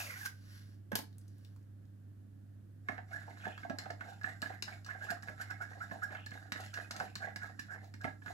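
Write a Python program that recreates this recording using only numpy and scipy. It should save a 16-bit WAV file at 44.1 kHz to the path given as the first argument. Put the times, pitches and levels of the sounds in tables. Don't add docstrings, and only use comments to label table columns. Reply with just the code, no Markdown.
import sys
import numpy as np
from scipy import signal
from scipy.fft import rfft, irfft, next_fast_len
from scipy.io import wavfile
from scipy.ndimage import uniform_filter1d

SR = 44100
rng = np.random.default_rng(int(sys.argv[2]) if len(sys.argv) > 2 else 0)


def generate_wav(sig):
    pcm = np.round(np.clip(np.atleast_2d(sig).T, -1, 1) * 32767).astype(np.int16)
    wavfile.write(sys.argv[1], SR, pcm)


N = 367686


# time in seconds, gain in dB.
JET = [(0.0, -42.5), (0.062, -54), (0.206, -54), (0.25, -50.5), (0.262, -40), (0.28, -73), (0.36, -73)]
# frequency in Hz, level in dB per Hz.
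JET_TONE = [(210, -37), (350, -25), (420, -23), (575, -39), (707, -24), (1260, -16.5), (1570, -12.5),
            (3340, -20.5), (6030, -17.5), (8710, -25.5), (11300, -18), (16000, -28.5)]
# time in seconds, pitch in Hz, fundamental in dB, octave in dB.
SQUEAK = [(.14, 735, -80, -70), (.16, 741, -70, -55), (.2, 799, -70, -56), (.215, 860, -58, -45),
          (.232, 779, -72, -46.5), (.25, 841, -62, -53), (.262, 770, -71, -38.5), (.275, 773, -76, -60),
          (.3, 767, -84, -73), (.33, 790, -92, -80)]
# time in seconds, pitch in Hz, level in dB.
GURGLE = [
    [(0, 2580, -43.5), (.04, 2540, -60), (.085, 2180, -51.5), (.14, 1960, -49), (.19, 1900, -62),
     (.22, 1816, -75)],
    [(0, 1500, -38), (.04, 1460, -62), (.09, 1440, -61), (.13, 1330, -55), (.16, 1400, -81)],
    [(0, 757, -45), (.03, 653, -62.5), (.07, 580, -61), (.11, 533, -64), (.14, 500, -76)],
]
# time in seconds, gain in dB.
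SLEEVE = [
    [(0.36, -78.5), (0.56, -65.5), (0.658, -76), (0.744, -79.5), (0.834, -105), (0.896, -102), (0.9, -100)],
    [(1.1, -86), (1.172, -90), (1.184, -91), (1.198, -87), (1.356, -84), (1.444, -80.5), (1.624, -95),
     (1.7, -100)],
]
# frequency in Hz, level in dB per Hz.
SLEEVE_TONE = [(590, -42), (1000, -16), (1440, -9), (1530, -1), (2530, -18), (2810, -13), (3490, -14.5),
               (4600, -10.5), (5100, -12), (5780, -10), (6410, -21.5), (7700, -16.5), (8540, -31),
               (10000, -15), (15500, -25.5)]
# start in seconds, then peak levels of barrel, crack and thump in dB.
DROP = [(0.918, -28.5, -38.5, -90), (0.93, -34, -53, -33), (0.9542, -28.5, -18, -53.5),
        (0.989, -37.5, -34, -42.5)]
# frequency in Hz, level in dB, t60 in seconds.
BARREL = [(440, -4, .05), (560, -3, .04), (700, -5, .04), (860, -7, .04), (1050, -8, .03), (1300, -6, .03),
          (1560, 0, .035), (1680, -5, .03), (2200, -14, .02)]
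# start in seconds, peak in dB, pitch in Hz.
TICKS = [(1.128, -59.5, 3850), (1.1825, -46.5, 8500), (1.212, -62, 5000), (1.28, -56.5, 5800),
         (1.383, -58.5, 9700), (1.448, -51, 3540), (1.562, -55.5, 1020), (1.592, -72, 6200),
         (1.628, -70, 6300), (1.8532, -69.5, 4700)]

# moment of most pressure in seconds, then wall ring, base ring and grit in dB.
STROKES = [(2.92, -55, -61, -73), (3.132, -58, -58, -69.5), (3.2, -55.5, -68, -70), (3.302, -62, -63, -72),
           (3.4, -59.5, -71, -69), (3.47, -54, -56, -67), (3.62, -65, -69, -69.5), (3.718, -77, -55, -85),
           (3.822, -56, -59.5, -68.5), (3.91, -79, -60, -78), (4.032, -59.5, -60, -73),
           (4.094, -58, -54.5, -67), (4.276, -49.5, -57, -65), (4.46, -56, -61.5, -65.5),
           (4.52, -54.5, -64, -71.5), (4.705, -53.5, -57, -64), (4.901, -48, -64, -69.5),
           (5.037, -54, -58, -65.5), (5.114, -50.5, -56, -68.5), (5.28, -58, -58.5, -68.5),
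           (5.414, -53.5, -65, -67), (5.52, -56.5, -63, -75), (5.623, -56.5, -66, -71.5),
           (5.72, -56, -85, -70.5), (5.826, -64, -62.5, -70), (5.931, -56.5, -59, -67.5),
           (6.034, -58, -60, -73), (6.131, -52, -55.5, -68.5), (6.352, -54, -62.5, -66.5),
           (6.448, -61.5, -65, -75.5), (6.55, -80, -65, -91), (6.605, -52.5, -59, -59.5),
           (6.79, -50.5, -57.5, -62.5), (6.96, -53, -56.5, -70), (7.019, -56.5, -57, -62.5),
           (7.244, -49, -51.5, -68), (7.445, -51.5, -59.5, -67), (7.62, -62, -84, -70.5),
           (7.731, -53.5, -60, -77), (7.84, -71, -65, -74.5), (8.059, -60, -60.5, -69.5),
           (8.286, -58, -63, -64)]
# middle in seconds, level in dB, pitch in Hz.
SMACKS = [(3.44, -62, 2660), (3.52, -61, 2840), (4.11, -73, 2590), (4.9, -70.5, 2650), (5.06, -67, 2750),
          (6.13, -74, 2540), (6.18, -61.5, 2790), (6.23, -67, 2900), (6.65, -64.5, 2780),
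          (7.05, -65.5, 2570)]
# middle in seconds, level in dB.
RASPS = [(3.135, -66), (3.455, -70), (5.045, -59), (5.108, -47.5), (5.235, -61), (5.295, -64),
         (5.415, -50.5), (5.51, -59), (5.62, -61), (6.035, -60), (7.004, -66), (8.05, -60)]
# frequency in Hz, level in dB per Hz.
RASP_TONE = [(2000, -4), (4000, -5), (5300, 2.5), (6300, -7), (7500, 1.5), (8600, -9), (11500, -4.5),
             (16000, -23)]
# frequency in Hz, level in dB per Hz.
GRIT = [(2120, -36.5), (3600, -2.5), (3970, 0), (4730, -5.5), (5110, -8), (6060, -9), (7440, -7.5),
        (8500, -14.5), (11500, -13), (15300, -23.5)]

# start in seconds, peak in dB, strongest ring in Hz, peak of the thump into the counter in dB.
KNOCKS = [(2.886, -26, 1376, -36.5), (2.9791, -36.5, 1530, -76), (3.307, -48.5, 1620, -51),
          (3.372, -48.5, 1530, -76), (3.4534, -32.5, 1730, -44.5), (3.5771, -39, 1570, -70),
          (3.6319, -38, 1550, -45.5), (3.697, -33, 1630, -33.5), (3.7848, -36.5, 1530, -54),
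          (3.8567, -41, 1530, -51), (3.901, -35, 1420, -44), (4.0076, -35, 1570, -65),
          (4.212, -42.5, 1680, -68), (4.2423, -27, 1670, -49), (4.425, -29, 1560, -42.5),
          (4.458, -34, 1680, -53), (4.625, -40, 1650, -72), (4.6786, -36, 1550, -65),
          (5.102, -31, 1600, -42.5), (5.23, -39.5, 1600, -59), (5.2833, -34, 1500, -55),
          (5.509, -32, 1720, -54), (5.692, -55, 1670, -54), (5.91, -36.5, 1730, -44),
          (6.107, -42, 1650, -49), (6.1478, -36, 2050, -63), (6.264, -40, 1700, -51),
          (6.316, -38, 1660, -48), (6.52, -27, 1730, -40.5), (6.557, -35.5, 1600, -65),
          (6.662, -45.5, 1670, -71), (6.773, -32.5, 1510, -64), (6.9078, -34, 1540, -54),
          (6.9629, -40, 1530, -51), (7.001, -26.5, 1560, -38.5), (7.156, -36, 1570, -46),
          (7.3589, -35, 1870, -51), (7.5911, -35.5, 1740, -44.5), (7.9383, -44.5, 1700, -47),
          (8.043, -26.5, 1860, -33.5), (8.077, -38, 1750, -46), (8.219, -47.5, 1670, -48.5),
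          (8.26, -36.5, 1560, -48), (8.279, -35.5, 1550, -45)]
# start in seconds, peak in dB, strongest ring in Hz.
BUMPS = [(2.893, -36, 680), (2.984, -41, 744), (3.278, -41.5, 810), (3.466, -31.5, 707), (3.648, -36, 680),
         (3.703, -32, 680), (3.86, -36.5, 710), (3.903, -36, 695), (4.271, -43, 750), (4.432, -43, 760),
         (4.501, -37, 744), (4.949, -45, 690), (5.115, -34.5, 720), (5.298, -43.5, 700),
         (5.399, -46.5, 635), (5.519, -56, 744), (5.602, -45.5, 760), (5.618, -48.5, 706),
         (5.712, -47, 730), (5.731, -57, 706), (5.75, -50, 816), (5.77, -47, 704), (5.914, -38.5, 684),
         (5.934, -45, 700), (5.952, -41, 725), (5.972, -57, 695), (6.118, -41, 760), (6.352, -46, 715),
         (6.597, -40.5, 750), (6.785, -40, 746), (7.006, -31, 676), (7.03, -40.5, 600), (7.055, -45.5, 560),
         (7.221, -47.5, 704), (7.272, -38, 750), (7.362, -53, 654), (7.437, -43.5, 751), (7.495, -51, 720),
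         (7.758, -49.5, 760), (7.828, -54, 680), (8.047, -31, 680), (8.072, -39, 676), (8.281, -52, 740),
         (8.298, -40, 738), (8.322, -52, 730)]
# start in seconds, peak of the spoon ring in dB.
CLICKS = [(2.8838, -54), (3.5777, -51), (3.698, -45), (3.7864, -30), (3.905, -39), (4.008, -56),
          (4.213, -56), (4.2344, -43), (4.419, -29.5), (4.6242, -25), (4.847, -42), (4.864, -40),
          (5.104, -39), (5.2244, -44), (5.5056, -43.5), (5.916, -51.5), (6.262, -37.5), (6.308, -45),
          (6.521, -27), (6.662, -43), (6.74, -32.5), (6.9103, -28.5), (6.964, -34), (6.999, -39),
          (7.1548, -29.5), (7.3606, -34), (7.595, -32.5), (7.844, -52.5), (7.873, -64), (7.9397, -45),
          (8.0136, -47), (8.037, -48), (8.26, -49)]
# frequency in Hz, level in dB, t60 in seconds.
CUP_BASE = [(524, -15, 0.041), (669, -28.5, .045), (689.6, 1, 0.081), (738.4, 4, 0.085), (846, -19.5, 0.08),
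            (920, -17, 0.023)]
CUP_WALL = [(1318, -12, 0.19), (1420, -20, 0.051), (1539, -1, 0.064), (1694, -1.5, 0.076), (1710, 3, 0.048),
            (1820, -11, 0.031), (1948, -13, 0.12), (2094, -6.5, 0.054)]
# frequency in Hz, level in dB, t60 in seconds.
COUNTER = [(170, -2, .07), (205, -3, .07), (265, -1, .07), (300, 0, .07), (380, -13, .05), (500, -11, .05)]
# frequency in Hz, level in dB, t60 as struck in seconds.
SPOON = [(2850, -4, .008), (3950, 0, .006), (4450, 0, .006), (5250, 0, .006), (5750, -2, .005),
         (6350, -5, .005), (7400, -6, .005)]
# frequency in Hz, level in dB per Hz.
RATTLE_TONE = [(1800, -25), (2800, 6), (4200, -1), (5600, -9), (7400, -8), (11500, -10), (16000, -8)]
# start in seconds, peak in dB, starting rate in Hz, length in seconds.
SKIDS = [(3.115, -35.5, 1340, 0.04), (3.153, -35.5, 1696, 0.022), (3.432, -41, 1457, 0.039),
         (4.235, -42, 1447, 0.049), (4.888, -39, 1448, 0.032), (5.005, -38.5, 1405, 0.048),
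         (5.081, -34, 1463, 0.045), (5.394, -35.5, 1350, 0.036), (5.496, -37, 1430, 0.024),
         (5.598, -34, 1290, 0.058), (5.801, -35, 1268, 0.056), (6.019, -29.5, 1301, 0.0386),
         (6.73, -38, 1434, 0.048), (7.216, -34.5, 1452, 0.036), (7.415, -35.5, 1423, 0.034),
         (7.688, -39, 1470, 0.081), (8.005, -43, 1450, 0.027)]
# frequency in Hz, level in dB per Hz.
SKID_FIZZ = [(2500, -20), (4000, -10), (5300, 9), (6300, -1), (7500, 10.5), (8300, -4), (11300, 0.5),
             (13000, -6), (16000, -28)]

# frequency in Hz, middle level in dB rms.
HUM = [(100, -53.5), (200, -70.5), (300, -79)]
# frequency in Hz, level in dB per Hz.
ROOM_NOISE = [(15, -65), (25, -13), (43, -11.5), (74, -14.5), (102, -10.5), (145, -11), (293, -17),
              (380, -25.5), (439, -28), (545, -29), (936, -41), (1700, -37), (2050, -45), (5430, -51),
              (14400, -49.5), (16000, -67)]
# frequency in Hz, share from 0 to 1.
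ALIKE = [(30, 0), (60, 1), (130, 0.92), (290, 0.46), (640, 0.24), (1410, 0.059), (15000, 0)]
# frequency in Hz, t60 in seconds.
ROOM_T60 = [(200, 0.25), (1500, 0.22), (5000, 0.23), (14000, 0.17)]
# frequency in Hz, turn in radians.
PORT_TURN = [(300, 1), (650, 0.5), (1000, 0.5), (2500, 1.83), (5000, 0.76), (8000, 2.5), (11000, -0.5),
             (15000, -3.5)]
# frequency in Hz, left minus right in dB.
PORTS = [(100, -2), (170, -3), (230, -10.5), (290, -13.5), (400, -1.5), (530, 1.5), (700, -8), (1100, 1.5),
         (1600, -9), (2050, -8), (2900, 4.5), (4400, 6), (8000, 0), (15000, -1)]

PRESS_S, EASE_S = 0.039, 0.036
SMACK_S, RASP_S = 0.042, 0.0053
SMACK_UNDER_GRIT_DB = -8.5
WASH_DB, WASH_FOLLOW_S = -6, 0.17
POCKET_DB = 0.5
EDGE_RING_DB = -7.5
DRIFT, DRIFT_PER_S = 0.044, 9.0
PASTE_DAMP_S = 0.028
CRACK_DB = -1
RATTLE_DB, RATTLE_T60_S = -19.5, 0.15
SIZZLE_DB, SIZZLE_GROWTH, FAINT_CLICK_DB = -51, 0.39, -44
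SKID_END_HZ, SKID_FIZZ_DB = 1743, -20
ROOM_NOISE_DB = -62.5
ROOM_DB, PORT_LAG_S = -4.5, 0.00012
TOP_HZ = 15900


def undb(db):
    return 10 ** (np.asarray(db) / 20)


def level(x, db):
    return x * undb(db) / np.sqrt(np.mean(x ** 2))


def over_hz(table, size):
    hz, value = np.transpose(table)
    bins = np.fft.rfftfreq(size, 1 / SR)
    return np.interp(np.log(bins + 1), np.log(np.maximum(hz, 1)), value)


def colour(x, table):
    ceps = irfft(over_hz(table, size=4096) * np.log(10) / 20)
    ceps[1:2048] *= 2
    ceps[2049:] = 0
    response = irfft(np.exp(rfft(ceps)))[:2048]
    return signal.oaconvolve(x, response)[:len(x)]


def over_time(table):
    s, *columns = np.transpose(table)
    t = np.arange(N) / SR
    gate = uniform_filter1d(1. * ((t >= s[0]) & (t <= s[-1])), size=441)
    return [np.interp(t, s, column) for column in columns], gate


def walk(rate):
    hold = int(SR / rate)
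    steps = np.repeat(rng.standard_normal(N // hold + 1), hold)
    return 1.3 * uniform_filter1d(uniform_filter1d(steps, hold), hold)[:N]


def grains(rate, spread_db):
    return (rng.random(N) < rate / SR) * rng.standard_normal(N) * undb(spread_db * rng.exponential(size=N))


def wander(hz, width_hz):
    phase = 2 * np.pi * np.cumsum(hz) / SR
    return level(walk(width_hz) * np.cos(phase) + walk(width_hz) * np.sin(phase), 0)


def evened(x, db):
    power = uniform_filter1d(x ** 2, size=2200)
    return undb(db) * x / np.sqrt(power + 1e-3 * np.mean(x ** 2))


def bubbles(hz, spread, cycles, glide, count, span):
    when, pitch, size = rng.random(count), rng.standard_normal(count), rng.exponential(size=count)
    start = ((span[0] + when * (span[1] - span[0])) * SR).astype(int).clip(0, N - 1)
    f = (hz[start] * np.exp(spread * pitch))[:, None]
    turns = f * np.arange(1024) / SR
    shape = np.minimum(turns, 1) * np.exp(-turns / cycles) * undb(4.5 * size)[:, None]
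    chirp = 1 + glide * np.minimum(turns / cycles, 3) / 2
    tone = shape * np.sin(2 * np.pi * turns * chirp)
    at = start[:, None] + np.arange(1024)
    return np.bincount(at.ravel(), tone.ravel(), N + 1024)[:N]


def ring(modes, scatter_db, near_hz=None, width=0.043):
    hz, db, t60 = np.transpose(modes)[:, :, None]
    chance = rng.standard_normal((2, len(modes), 1))
    if near_hz:
        db = db + 9.0 * np.exp(-(np.log(hz / near_hz) / width) ** 2)
    t = np.arange(SR // 8) / SR
    decay = np.exp(-np.log(1000) * t / t60)
    tone = np.sin(2 * np.pi * hz * (1 + 0.015 * chance[0]) * t) * decay
    return np.sum(undb(db + scatter_db * chance[1]) * tone, axis=0)


def choke(response, time_s):
    return response * np.exp(-np.arange(len(response)) / SR / time_s)


def burst(t60, spiky_db, rise_s=0.000067):
    t = np.arange(SR // 10) / SR
    chance = rng.standard_normal((2, len(t)))
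    shape = (1 - np.exp(-t / rise_s)) * np.exp(-np.log(1000) * t / t60)
    return chance[0] * undb(spiky_db * chance[1]) * shape


def add(out, s, sound, db):
    i = int(s * SR)
    part = sound[:N - i]
    out[i:i + len(part)] += part * undb(db) / np.max(np.abs(sound))


def syringe():
    (jet_db,), gate = over_time(JET)
    spatter = level(colour(grains(6900, 0.75) * undb(2.1 * walk(50.3)), JET_TONE), -0.1)
    out = gate * undb(jet_db) * spatter
    (hz, *squeak_db), pressed = over_time(SQUEAK)
    for k, db in enumerate(squeak_db, start=1):
        out += pressed * undb(db + 2.05 * walk(49.6)) * wander(k * hz, 50 * k ** 1.6)
    for strand in GURGLE:
        (hz, gurgle_db), under = over_time(strand)
        chirps = bubbles(hz, 0.071, cycles=6.6, glide=0.02, count=110, span=(0, .25))
        out += under * undb(gurgle_db) * evened(chirps, 0)
    crack_tone = [(2000, -11.0), (4500, -5.5), (8500, -13.0), (12000, -4.5), (16000, -18.5)]
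    for s, barrel_db, crack_db, thump_db in DROP:
        push = burst(0.032, spiky_db=5.0)
        push[0] = 4.8
        add(out, s, signal.fftconvolve(push, ring(BARREL, 3.3)), barrel_db)
        add(out, s, signal.fftconvolve(push, ring(COUNTER, 9.1)), thump_db)
        add(out, s, colour(burst(0.036, spiky_db=5.5), crack_tone), crack_db)
    return out


def background():
    size = next_fast_len(N)
    one, other = (rfft(rng.standard_normal(size)) * undb(over_hz(ROOM_NOISE, size)) for _ in range(2))
    alike = np.clip(over_hz(ALIKE, size), 0, 1)
    noise = irfft([one, alike * one + np.sqrt(1 - alike ** 2) * other], size)[:, :N]
    t = np.arange(N) / SR
    drift = 0.28 * walk(2.86)
    hum = np.zeros(N)
    for hz, db in HUM:
        swell = np.sqrt(2) * undb(db + 1.43 * walk(16))
        hum += swell * np.sin(2 * np.pi * hz * t + drift * hz / 100)
    return level(noise, ROOM_NOISE_DB) + hum


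def hands():
    out = np.zeros(N)
    cloth = level(colour(grains(9000, 0.94), SLEEVE_TONE), 3.7)
    for swing in SLEEVE:
        (db,), gate = over_time(swing)
        out += gate * undb(db) * cloth
    for s, db, hz in TICKS:
        tone = [(hz / 3, -18), (hz / 1.5, -9), (hz, 0), (hz * 1.7, -8), (hz * 2.9, -16)]
        add(out, s, colour(burst(0.021, spiky_db=0.0), tone), db)
    return out


def swells(times, dbs, rise_s, fall_s):
    t = np.arange(0, N + 64, 64) / SR
    late = t - np.asarray(times)[:, None]
    rise = np.exp(-(late / rise_s) ** 2)
    fall = 1 / np.cosh(np.clip(late / fall_s, 0, 30))
    shape = np.where(late < 0, rise, fall)
    power = np.sum((undb(dbs)[:, None] * shape) ** 2, axis=0)
    return np.interp(np.arange(N) / SR, t, np.sqrt(power))


def sway(x, modes, patchy_db, longer):
    out = 0
    for hz, db, t60 in modes:
        turn = np.exp(2j * np.pi * np.cumsum(hz * (1 + DRIFT * walk(DRIFT_PER_S))) / SR)
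        keep = np.exp(-np.log(1000) / (longer * t60 * SR))
        held = signal.lfilter([1], [1, -keep], x * undb(patchy_db * walk(30)) / turn)
        out = out + undb(db) * np.imag(held * turn)
    return out


def with_pockets(rubbed, hz, spread):
    pops = bubbles(np.full(N, hz), spread, cycles=6.2, glide=0.058, count=900, span=(2.8, 8.34))
    return evened(rubbed, 0) + evened(pops, POCKET_DB)


def drag():
    slips = grains(900, 3.3) * undb(2.3 * walk(60))
    wall = with_pockets(sway(slips, CUP_WALL, patchy_db=13.5, longer=0.86), hz=1610, spread=0.115)
    base = with_pockets(sway(slips, CUP_BASE, patchy_db=10.5, longer=0.65), hz=718, spread=0.054)
    smack_tone = [(1500, -31.0), (2400, -6), (2900, 2.0), (3500, -32.0), (5000, -22.5)]
    smack = colour(grains(1500, 4.6), smack_tone) * undb(3.7 * walk(55))
    grit = colour(grains(4000, 0.6) * undb(4.5 * walk(70)), GRIT)
    edge = sway(grains(3000, 1.0), SPOON + [(11140, -1, .004)], patchy_db=21.5, longer=4.6)
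    grit = evened(grit, 0) + evened(edge, EDGE_RING_DB)
    wash = colour(grains(9000, 0.5) * undb(2.0 * walk(25)), SKID_FIZZ)
    rasp = colour(grains(8200, 1.1), RASP_TONE)
    smack_s, smack_db, smack_hz = np.transpose(SMACKS)
    pop_hz = np.interp(np.arange(N) / SR, smack_s, smack_hz)
    pops = bubbles(pop_hz, 0.1, cycles=9.3, glide=0.019, count=3500, span=(2.8, 8.34))

    s, wall_db, base_db, grit_db = np.transpose(STROKES)
    on_wall, on_base, rubbing = (swells(s, db, PRESS_S, EASE_S) for db in (wall_db, base_db, grit_db))
    wet = undb(SMACK_UNDER_GRIT_DB) * rubbing
    popping = swells(smack_s, smack_db, SMACK_S, SMACK_S)
    sliding = undb(WASH_DB) * uniform_filter1d(rubbing, int(WASH_FOLLOW_S * SR))
    brushing = swells(*np.transpose(RASPS), RASP_S, RASP_S)
    layers = [(wall, on_wall), (base, on_base), (smack, wet), (pops, popping),
              (wash, sliding), (rasp, brushing), (grit, rubbing)]
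    return sum(gain * evened(x, 0) for x, gain in layers)


def knocks():
    out = np.zeros(N)
    for s, db, hz, thump_db in KNOCKS:
        push = burst(0.033, spiky_db=3.5, rise_s=0.00018)
        add(out, s, signal.fftconvolve(push, ring(CUP_WALL, 2.8, hz)), db)
        add(out, s, signal.fftconvolve(push, ring(COUNTER, 3.0)), thump_db)
    for s, db, hz in BUMPS:
        push = burst(0.034, spiky_db=4.0, rise_s=0.0019)
        choked = choke(ring(CUP_BASE, 1.2, hz, width=0.06), PASTE_DAMP_S)
        add(out, s, signal.fftconvolve(push, choked), db)
    fade = np.hanning(SR // 5)[SR // 10:]
    sizzle_tone = [(6000, -26), (9000, -1), (12000, 12.5), (16000, 10.5)]
    for s, db in CLICKS:
        push = burst(0.03, spiky_db=-1.5)
        push[0] = 5.1
        add(out, s, signal.fftconvolve(push, ring(SPOON, 2.0)), db)
        add(out, s, colour(push, GRIT), db + CRACK_DB)
        rattle = burst(RATTLE_T60_S, spiky_db=6.5, rise_s=0.0011) * fade
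        add(out, s, colour(rattle, RATTLE_TONE), db + RATTLE_DB)
        sizzle_db = SIZZLE_DB + SIZZLE_GROWTH * (db - FAINT_CLICK_DB)
        add(out, s, colour(push, sizzle_tone), sizzle_db)
    return out


def skids():
    out = np.zeros(N)
    for s, db, start_hz, length in SKIDS:
        part = np.arange(int(length * SR)) / (length * SR)
        phase = 2 * np.pi * np.cumsum(start_hz + (SKID_END_HZ - start_hz) * part) / SR
        wobble = uniform_filter1d(rng.standard_normal((2, SR // 10)), size=170)[:, :len(part)]
        chatter = wobble[0] * np.cos(phase) + wobble[1] * np.sin(phase)
        chatter *= np.sin(np.pi * part ** 0.68) ** 1.15
        chatter *= undb(3.4 * rng.standard_normal(SR // 10)[:len(part)])
        add(out, s, signal.fftconvolve(chatter, choke(ring(CUP_WALL, 0.99), 0.01)), db)
        fizz = np.sin(np.pi * part) ** 2 * rng.standard_normal(SR // 10)[:len(part)]
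        add(out, s, colour(fizz, SKID_FIZZ), db + SKID_FIZZ_DB)
    return out


def kitchen(x):
    size = next_fast_len(N + SR)
    lag = 2 * np.pi * np.fft.rfftfreq(size, 1 / SR) * PORT_LAG_S
    late = np.exp(-1j * (lag + over_hz(PORT_TURN, size)))
    heard = np.array([x, irfft(rfft(x, size) * late, size)[:N]])
    for port in heard:
        _, frames, z = signal.stft(rng.standard_normal(SR // 2), SR, nperseg=128)
        decay = undb(-60 * frames / over_hz(ROOM_T60, size=128)[:, None])
        tail = signal.istft(z * decay, SR)[1]
        tail *= np.clip((np.arange(len(tail)) / SR - .002) / 0.00097, 0, 1)
        port += undb(ROOM_DB) * signal.fftconvolve(x, tail / np.linalg.norm(tail))[:N]
    return heard


def scene():
    near = syringe() + hands() + drag() + knocks() + skids()
    no_bass = signal.butter(2, 130, "high", fs=SR, output="sos")
    return kitchen(signal.sosfilt(no_bass, near)) + background()


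def record(dry):
    ports = [colour(x, [(hz, side * db / 2) for hz, db in PORTS]) for x, side in zip(dry, (1, -1))]
    ports = signal.sosfilt(signal.butter(3, 45, "high", fs=SR, output="sos"), ports)
    return signal.sosfilt(signal.ellip(10, .2, 70, TOP_HZ, fs=SR, output="sos"), ports)


dry = scene()
out = record(dry)
generate_wav(out)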